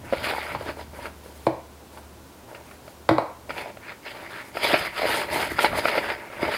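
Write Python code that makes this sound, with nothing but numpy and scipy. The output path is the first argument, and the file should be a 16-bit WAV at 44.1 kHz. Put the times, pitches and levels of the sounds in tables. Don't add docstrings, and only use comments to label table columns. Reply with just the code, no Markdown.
import sys
import numpy as np
from scipy import signal
from scipy.fft import rfft, irfft
from scipy.io import wavfile
from scipy.ndimage import uniform_filter1d

SR = 44100
rng = np.random.default_rng(int(sys.argv[2]) if len(sys.argv) > 2 else 0)


def materialize(psi):
    bounded = np.clip(np.atleast_2d(psi).T, -1, 1)
    quanta = np.round(bounded * 32767).astype(np.int16)
    wavfile.write(sys.argv[1], SR, quanta)


N = 289737

# mode_hz, width_hz, level_db
BOWL_LOW_MODES = [(330.5, 141, -9), (435, 61, -4.5), (583, 81, -1.5), (818, 248, -6.5), (943, 73, -1.5)]


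def gain_of(db):
    return 10 ** (np.asarray(db) / 20)


def evened(x):
    return x / np.sqrt(np.mean(x ** 2) + 1e-20)


def read_curve(points, hz):
    point_hz, value = np.transpose(points)
    return np.interp(np.log(hz + 1), np.log(point_hz + 1), value)


def coloured(x, points):
    envelope_db = read_curve(points, np.fft.rfftfreq(N, 1 / SR))
    return evened(irfft(rfft(x) * gain_of(envelope_db), N))


def resonate(x, hz, width_hz):
    radius = np.exp(-np.pi * width_hz / SR)
    pole = radius * np.exp(2j * np.pi * hz / SR)
    return 2 * signal.lfilter([1 - radius], [1, -pole], x + 0j).real


def ring_modes(x, modes):
    out = 0
    for k, (hz, width_hz, db) in enumerate(modes):
        out = out + (-1) ** k * gain_of(db) * resonate(x, hz, width_hz)
    return out


def gesture_gain(rows, column, rise, sag, fall):
    t = np.arange(0, N + 64, 64) / SR
    power = 0
    for row in rows:
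        since, hold = t - row[0], max(row[1], 0)
        db = row[column] + rise * np.minimum(since, 0)
        db = db - sag * np.clip(since, 0, hold) - fall * np.maximum(since - hold, 0)
        power += gain_of(db) ** 2
    return np.interp(np.arange(N) / SR, t, np.sqrt(power))


def add(mix, start_s, sound):
    part = mix[round(start_s * SR):][:len(sound)]
    part += sound[:len(part)]


def room_air():
    # freq_hz, relative_db_per_hz
    air_points = [(15, -67), (25, -15), (76, -7.5), (137, -13), (175, -9), (344, -8), (416, -10),
                  (886, -14), (961, -12.5), (1260, -19), (1480, -17.5), (1740, -22.5), (14700, -31.5),
                  (16000, -31)]
    # centre_hz, width_hz, level_db
    hum_band = (119.5, 9.5, -59.5)
    # tone_hz, level_db
    thin_tone = (14400, -75)
    air = gain_of(-48) * coloured(rng.standard_normal(N), air_points)
    hum_hz, width_hz, hum_db = hum_band
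    hum = gain_of(hum_db) * evened(resonate(rng.standard_normal(N), hum_hz, width_hz))
    tone_hz, tone_db = thin_tone
    whine = gain_of(tone_db) * np.sqrt(2) * np.sin(2 * np.pi * tone_hz * np.arange(N) / SR)
    return air + hum + whine


def drone():
    # time_s, level_db
    fade_points = [(0, -50), (2, -51), (2.4, -59), (3, -54), (3.5, -58), (4.2, -73), (6.57, -114)]
    pitch_hz, wander_hz, waver_db = 74.8, 1.3, 2.2
    hz = pitch_hz + wander_hz * evened(uniform_filter1d(rng.standard_normal(N), size=20000))
    waver = gain_of(waver_db * evened(uniform_filter1d(rng.standard_normal(N), size=5000)))
    fade = gain_of(np.interp(np.arange(N) / SR, *np.transpose(fade_points)))
    return np.sqrt(2) * np.sin(2 * np.pi * np.cumsum(hz) / SR) * waver * fade


def pressing():
    # start_s, hold_s, level_db
    presses = [(0, 0.046, -42.5), (.12, 0.16, -41.5), (.53, 0.035, -39), (.67, .04, -44), (.8, 0.33, -48.5),
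               (3.5, 0.066, -48.5), (4.56, 0.025, -64), (4.71, 0.046, -51), (4.8, 0.033, -42),
               (5.0, 0.27, -47), (5.32, 0.079, -40), (5.51, 0.036, -42), (5.69, 0.072, -36),
               (5.87, 0.063, -52), (5.98, 0.15, -47), (6.42, 0.051, -40)]
    # freq_hz, relative_db_per_hz
    low_points = [(20, -30), (50, -4), (70, -0.5), (120, -3.5), (200, -10.0), (270, -7.0),
                  (380, -17), (600, -58)]
    noise = coloured(rng.standard_normal(N), low_points)
    return noise * gesture_gain(presses, column=2, rise=350, sag=11, fall=114)


def slips(per_s, spread_db, smooth):
    slipping = rng.random(N) < per_s / SR
    size = gain_of(spread_db * np.minimum(rng.exponential(1, N), 5)) * slipping
    return evened(size * rng.standard_normal(N)) + smooth * rng.standard_normal(N)


def patchy(x, patch_db, flicker_db):
    z = signal.stft(x, nperseg=256, noverlap=192)[2]
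    patches = rng.standard_normal(z.shape[::-1]).T
    flicker = evened(uniform_filter1d(patches[0], size=14))
    patches = uniform_filter1d(patches, size=3, axis=0)
    patches = evened(uniform_filter1d(patches, size=24, axis=1))
    gain = gain_of(patch_db * patches + flicker_db * flicker)
    return evened(signal.istft(z * gain, nperseg=256, noverlap=192)[1][:N])


def rubbing():
    # start_s, hold_s, scrape_db, boom_db, hiss_db, nail_db
    strokes = [(.05, 0.1, -46.5, -43, -58, -64), (.135, 0.09, -39.5, -38, -52.5, -42.5),
               (.243, 0.063, -29.5, -33.5, -43, -35.5), (.35, 0.043, -41, -42, -48.5, -45.5),
               (.405, 0.14, -36.5, -39, -51, -45.5), (.6, .03, -45, -41, -54, -49.5),
               (.665, 0.037, -40, -35, -53, -45), (.785, 0.028, -49.5, -42.5, -54, -50.5),
               (.95, 0.046, -48.5, -41.5, -55, -58), (1.03, 0.03, -40, -40.5, -50.5, -48.5),
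               (1.24, 0.23, -66, -53, -56, -64), (1.93, 0.063, -64, -50, -58, -72),
               (2.49, 0.11, -57, -46.5, -63, -74), (2.66, 0.084, -56, -54, -60, -73),
               (2.86, 0.057, -64, -55, -57, -64), (3.497, 0.066, -63, -42.5, -53.5, -72),
               (3.575, 0.042, -37.5, -34, -49.5, -44), (3.66, 0.037, -49.5, -41, -68, -53),
               (3.83, 0.036, -46.5, -57, -74, -60), (3.88, 0.029, -42, -45, -74, -51.5),
               (4.065, 0.051, -43, -42.5, -58, -46), (4.15, 0.11, -43, -42, -61, -51.5),
               (4.31, 0.1, -40, -44, -55, -49), (4.45, 0.041, -50.5, -50, -55, -71),
               (4.57, 0.018, -38, -34.5, -46.5, -41.5), (4.635, 0.13, -28, -26.5, -39, -29.5),
               (4.79, 0.071, -30, -33.5, -43.5, -34), (4.945, 0.022, -37, -41, -49, -51),
               (4.985, 0.076, -33, -32.5, -43, -34), (5.07, .15, -29, -27.5, -38, -32.5),
               (5.29, 0.018, -35, -34, -50, -50), (5.33, .1, -30.5, -26, -37, -35),
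               (5.45, 0.021, -37, -32.5, -46, -39), (5.515, 0.005, -33.5, -38, -42.5, -43),
               (5.57, .02, -37, -41, -56, -51), (5.61, 0.049, -28, -24.5, -35, -31),
               (5.72, 0.042, -32, -34, -54, -44), (5.755, .02, -35, -33, -47, -39),
               (5.78, 0.017, -31.5, -29, -36.5, -33.5), (5.85, .14, -30.5, -26.5, -43, -36),
               (6.03, 0.074, -34, -32.5, -49.5, -41), (6.1, 0.027, -31.5, -33, -46.5, -39),
               (6.18, 0.093, -43, -42.5, -62, -60), (6.33, 0.12, -40, -40, -58, -54),
               (6.42, 0.071, -33, -32, -48, -40.5), (6.52, 0.046, -32, -37.5, -45, -36.5)]
    # freq_hz, relative_db_per_hz
    scrape_points = [(650, -71), (1100, -2), (1250, 0.5), (1380, 1.5), (1770, 0.5), (2220, 3.5),
                     (2800, -11.5), (3640, -31.5), (6160, -120)]
    # freq_hz, relative_db_per_hz
    flour_points = [(3120, -8), (5300, -5.5), (5520, -7), (5890, -12), (6380, -8.5), (7810, -8), (8490, -6),
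                    (10200, -1.5), (11500, -11.5), (12500, -4.5), (13100, -5.5), (15300, -10), (16000, -49)]
    # freq_hz, relative_db_per_hz
    nail_points = [(1650, -6.5), (2800, 3.5), (3510, 4.5), (3780, 1.5), (4780, 4), (5070, 3.5), (5500, -22),
                   (7150, -27), (12100, -120)]
    boom = evened(ring_modes(slips(300, spread_db=2.5, smooth=.9), BOWL_LOW_MODES))
    crumbs = patchy(slips(1500, spread_db=2.0, smooth=1.1), patch_db=2.7, flicker_db=1.2)
    grains = patchy(slips(4400, spread_db=1.6, smooth=1.2), patch_db=1.8, flicker_db=1.6)
    scrape, nails = coloured(crumbs, scrape_points), coloured(crumbs, nail_points)
    hiss = coloured(grains, flour_points)
    out = np.zeros(N)
    for column, layer in enumerate((scrape, boom, hiss, nails), start=2):
        out += layer * gesture_gain(strokes, column, rise=476, sag=5, fall=350)
    return out


def kitchen(x):
    # freq_hz, t60_s
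    decay_points = [(100, 0.33), (400, 0.33), (1000, 0.45), (2500, 0.43), (6000, 0.31), (14000, 0.46)]
    taps = np.zeros(SR)
    at = np.arange(300, SR - 20, 20)
    taps[at + rng.integers(0, 20, len(at))] = rng.choice([-1., 1.], len(at))
    hz, t, z = signal.stft(taps, SR, nperseg=256)
    decay = gain_of(-60 * t / read_curve(decay_points, hz)[:, None])
    tail = signal.istft(z * decay, SR, nperseg=256)[1]
    return signal.fftconvolve(x, tail / np.linalg.norm(tail))[:N]


def blow(db, hard_db, contact_ms, thud_hz):
    # mode_hz, width_hz, level_db
    high_modes = [(1371, 140, 14), (1818, 52, 16.5), (2210, 750, 10.5), (3070, 260, 6.5), (3770, 300, -20),
                  (4960, 820, 6.5)]
    rise_ms, push_ms, push_db = 1.522, .19, 5.5
    thud_width_hz, thud_db = 116, 9.5
    overtone = 3.65
    ms = np.arange(4000) / SR * 1000
    touch = np.exp(-ms / max(contact_ms, .2)) * (1 - np.exp(-ms / rise_ms))
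    touch *= rng.standard_normal(len(ms))
    touch += gain_of(push_db) * np.exp(-((ms - rise_ms) / push_ms) ** 2)
    touch = signal.lfilter(*signal.butter(2, [140, 3300.], "band", fs=SR), touch)
    low = ring_modes(touch, BOWL_LOW_MODES)
    low += gain_of(thud_db) * resonate(touch, thud_hz, thud_width_hz)
    high = ring_modes(touch, high_modes)
    high += gain_of(10.0) * resonate(touch, overtone * thud_hz, 130)
    return gain_of(db) * (low / abs(low).max() + gain_of(hard_db) * high / abs(high).max())


def knocks():
    # start_s, body_level_db, treble_over_body_db, contact_ms, thud_pitch_hz
    blows = [(.124, -11.5, -28, 18, 537), (.133, -10, -8, 2.5, 530), (.31, -21.5, 3, 2.9, 814),
             (.322, -23.5, -2, 8.9, 497), (.335, -17, -6, 5, 810), (.348, -19, -22, 3.1, 960),
             (.363, -23, -18, 4.5, 910), (.381, -16, -17, 5.2, 830), (.548, -15, -32, 15, 880),
             (.609, -24, -24, 6.2, 522), (.663, -31, -9, 7.5, 343), (.688, -27.5, 2.5, 6.7, 348),
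             (1.055, -29, 10, 4.1, 455), (1.064, -32, 6.5, 3.5, 464), (1.259, -32.5, -6, 4.5, 467),
             (1.972, -29.5, -10.5, 13, 915), (2.513, -34, -11, 5, 468), (2.546, -36, 4, 13, 570),
             (2.711, -41, 8.5, 3.8, 659), (2.878, -34, -0.5, 4.5, 630), (3.493, -25, 0, 24, 560),
             (3.504, -23.5, 5, 5.4, 810), (3.658, -26, -25, 6.5, 673), (3.77, -33.5, 0, 4.1, 645),
             (3.919, -38, 10, 3.5, 513), (4.555, -26.5, -14, 3.7, 509), (4.569, -18, 0.5, 5.7, 680),
             (4.704, -15, -20, 12, 620), (4.733, -13.5, -12, 6.6, 305), (4.74, -6.5, 0, 12, 653),
             (5.017, -14, -20, 6, 624), (5.03, -16.5, -20, 5.9, 636), (5.041, -15.5, -18, 5, 634),
             (5.052, -13, -22, 9.7, 570), (5.517, -21, -10, 6.8, 342), (5.584, -20, 1, 4.6, 790),
             (5.589, -11, 3.5, 5.6, 847), (5.644, -6.5, -1.5, 8.2, 840), (5.73, -18.5, -13, 6.4, 651),
             (5.854, -9.5, 5, 2, 667), (5.882, -20.5, 10.5, 8.1, 640), (5.952, -21, 0.5, 8.2, 623),
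             (5.977, -11, -3, 10, 578), (6.3, -36, 4, 4.3, 600), (6.422, -27, 3, 4, 486),
             (6.429, -12, -13, 4.1, 325), (6.441, -25, 5, 1.5, 600), (6.45, -17, -3, 4.2, 920),
             (6.479, -20, -15, 6.3, 500), (6.52, -22, -10, 4.3, 643), (6.538, -27, 8, 7.8, 560),
             (6.547, -27.5, 9, 2.3, 900)]
    out = np.zeros(N)
    for start_s, *row in blows:
        add(out, start_s, blow(*row))
    return out


def dish():
    # start_s, body_level_db, crack_over_body_db, ring_over_body_db, push_ms
    contacts = [(1.467, -6.5, -18, -12.5, 0.33), (3.09, -4, -10.5, -15.5, 0.21),
                (3.109, -11, -22, -1, 0.24), (3.182, -5, -19, -35, 0.14)]
    # mode_hz, width_hz, level_db
    body_modes = [(222, 61, -6), (299, 51, -2.5), (508, 158, 2.5), (575, 140, 2.5), (680, 37, 1),
                  (862, 330, -6.5), (1088, 244, -6.5), (1400, 67, -18.5)]
    # mode_hz, level_db, t60_s
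    counter_modes = [(122, 0.5, 0.095), (317.6, 3, 0.16)]
    # freq_hz, relative_db_per_hz
    crack_points = [(1000, -6), (1600, 5.5), (2300, 4), (2900, -9.5), (4000, -1), (5000, -9), (5700, -23),
                    (9000, -20.5), (15000, -32)]
    out, rim, t = np.zeros(N), np.zeros(N), np.arange(SR // 2) / SR
    ring = np.zeros(len(t))
    for hz, db, t60 in counter_modes:
        ring += gain_of(db - 60 * t / t60) * np.sin(2 * np.pi * hz * t)
    ring *= 1 - np.exp(-t / 0.0055)
    chatter = np.exp(-t / 0.0039) + 0.13 * np.exp(-t / 0.0069)
    chatter *= 1 - np.exp(-t / 0.00026)
    for start_s, db, hard_db, ring_db, push_ms in contacts:
        push = np.exp(-((t * 1000 - .6) / push_ms) ** 2)
        body = ring_modes(np.gradient(push), body_modes)
        add(out, start_s, gain_of(db) * (body / abs(body).max() + gain_of(ring_db) * ring))
        add(rim, start_s, gain_of(db + hard_db) * chatter)
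    return out + rim * coloured(rng.standard_normal(N), crack_points)


def scene():
    bowl, far = rubbing() + knocks(), dish()
    reverb = kitchen(gain_of(-13.5) * bowl + gain_of(-4.0) * far)
    return (bowl + far + reverb + pressing() + room_air() + drone())[None]


def record(dry):
    threshold_db, slope, recovery_db_per_s, edge_hz = -28, 0.12, 36.0, 15900
    power_db = 10 * np.log10(abs(uniform_filter1d(dry[0] ** 2, size=800)) + 1e-12)
    fall_db = np.arange(N) * recovery_db_per_s / SR
    held_db = np.maximum.accumulate(power_db + fall_db) - fall_db
    over_db = np.maximum(held_db - threshold_db, 0)
    ducked = dry / gain_of(slope * uniform_filter1d(over_db, size=2000, origin=900))
    ducked = signal.lfilter(*signal.butter(2, 40, "high", fs=SR), ducked)
    lowpass = signal.firwin(511, edge_hz, window=("kaiser", 9), fs=SR)
    return signal.oaconvolve(ducked, lowpass[None], "same")


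dry = scene()
out = record(dry)
materialize(out)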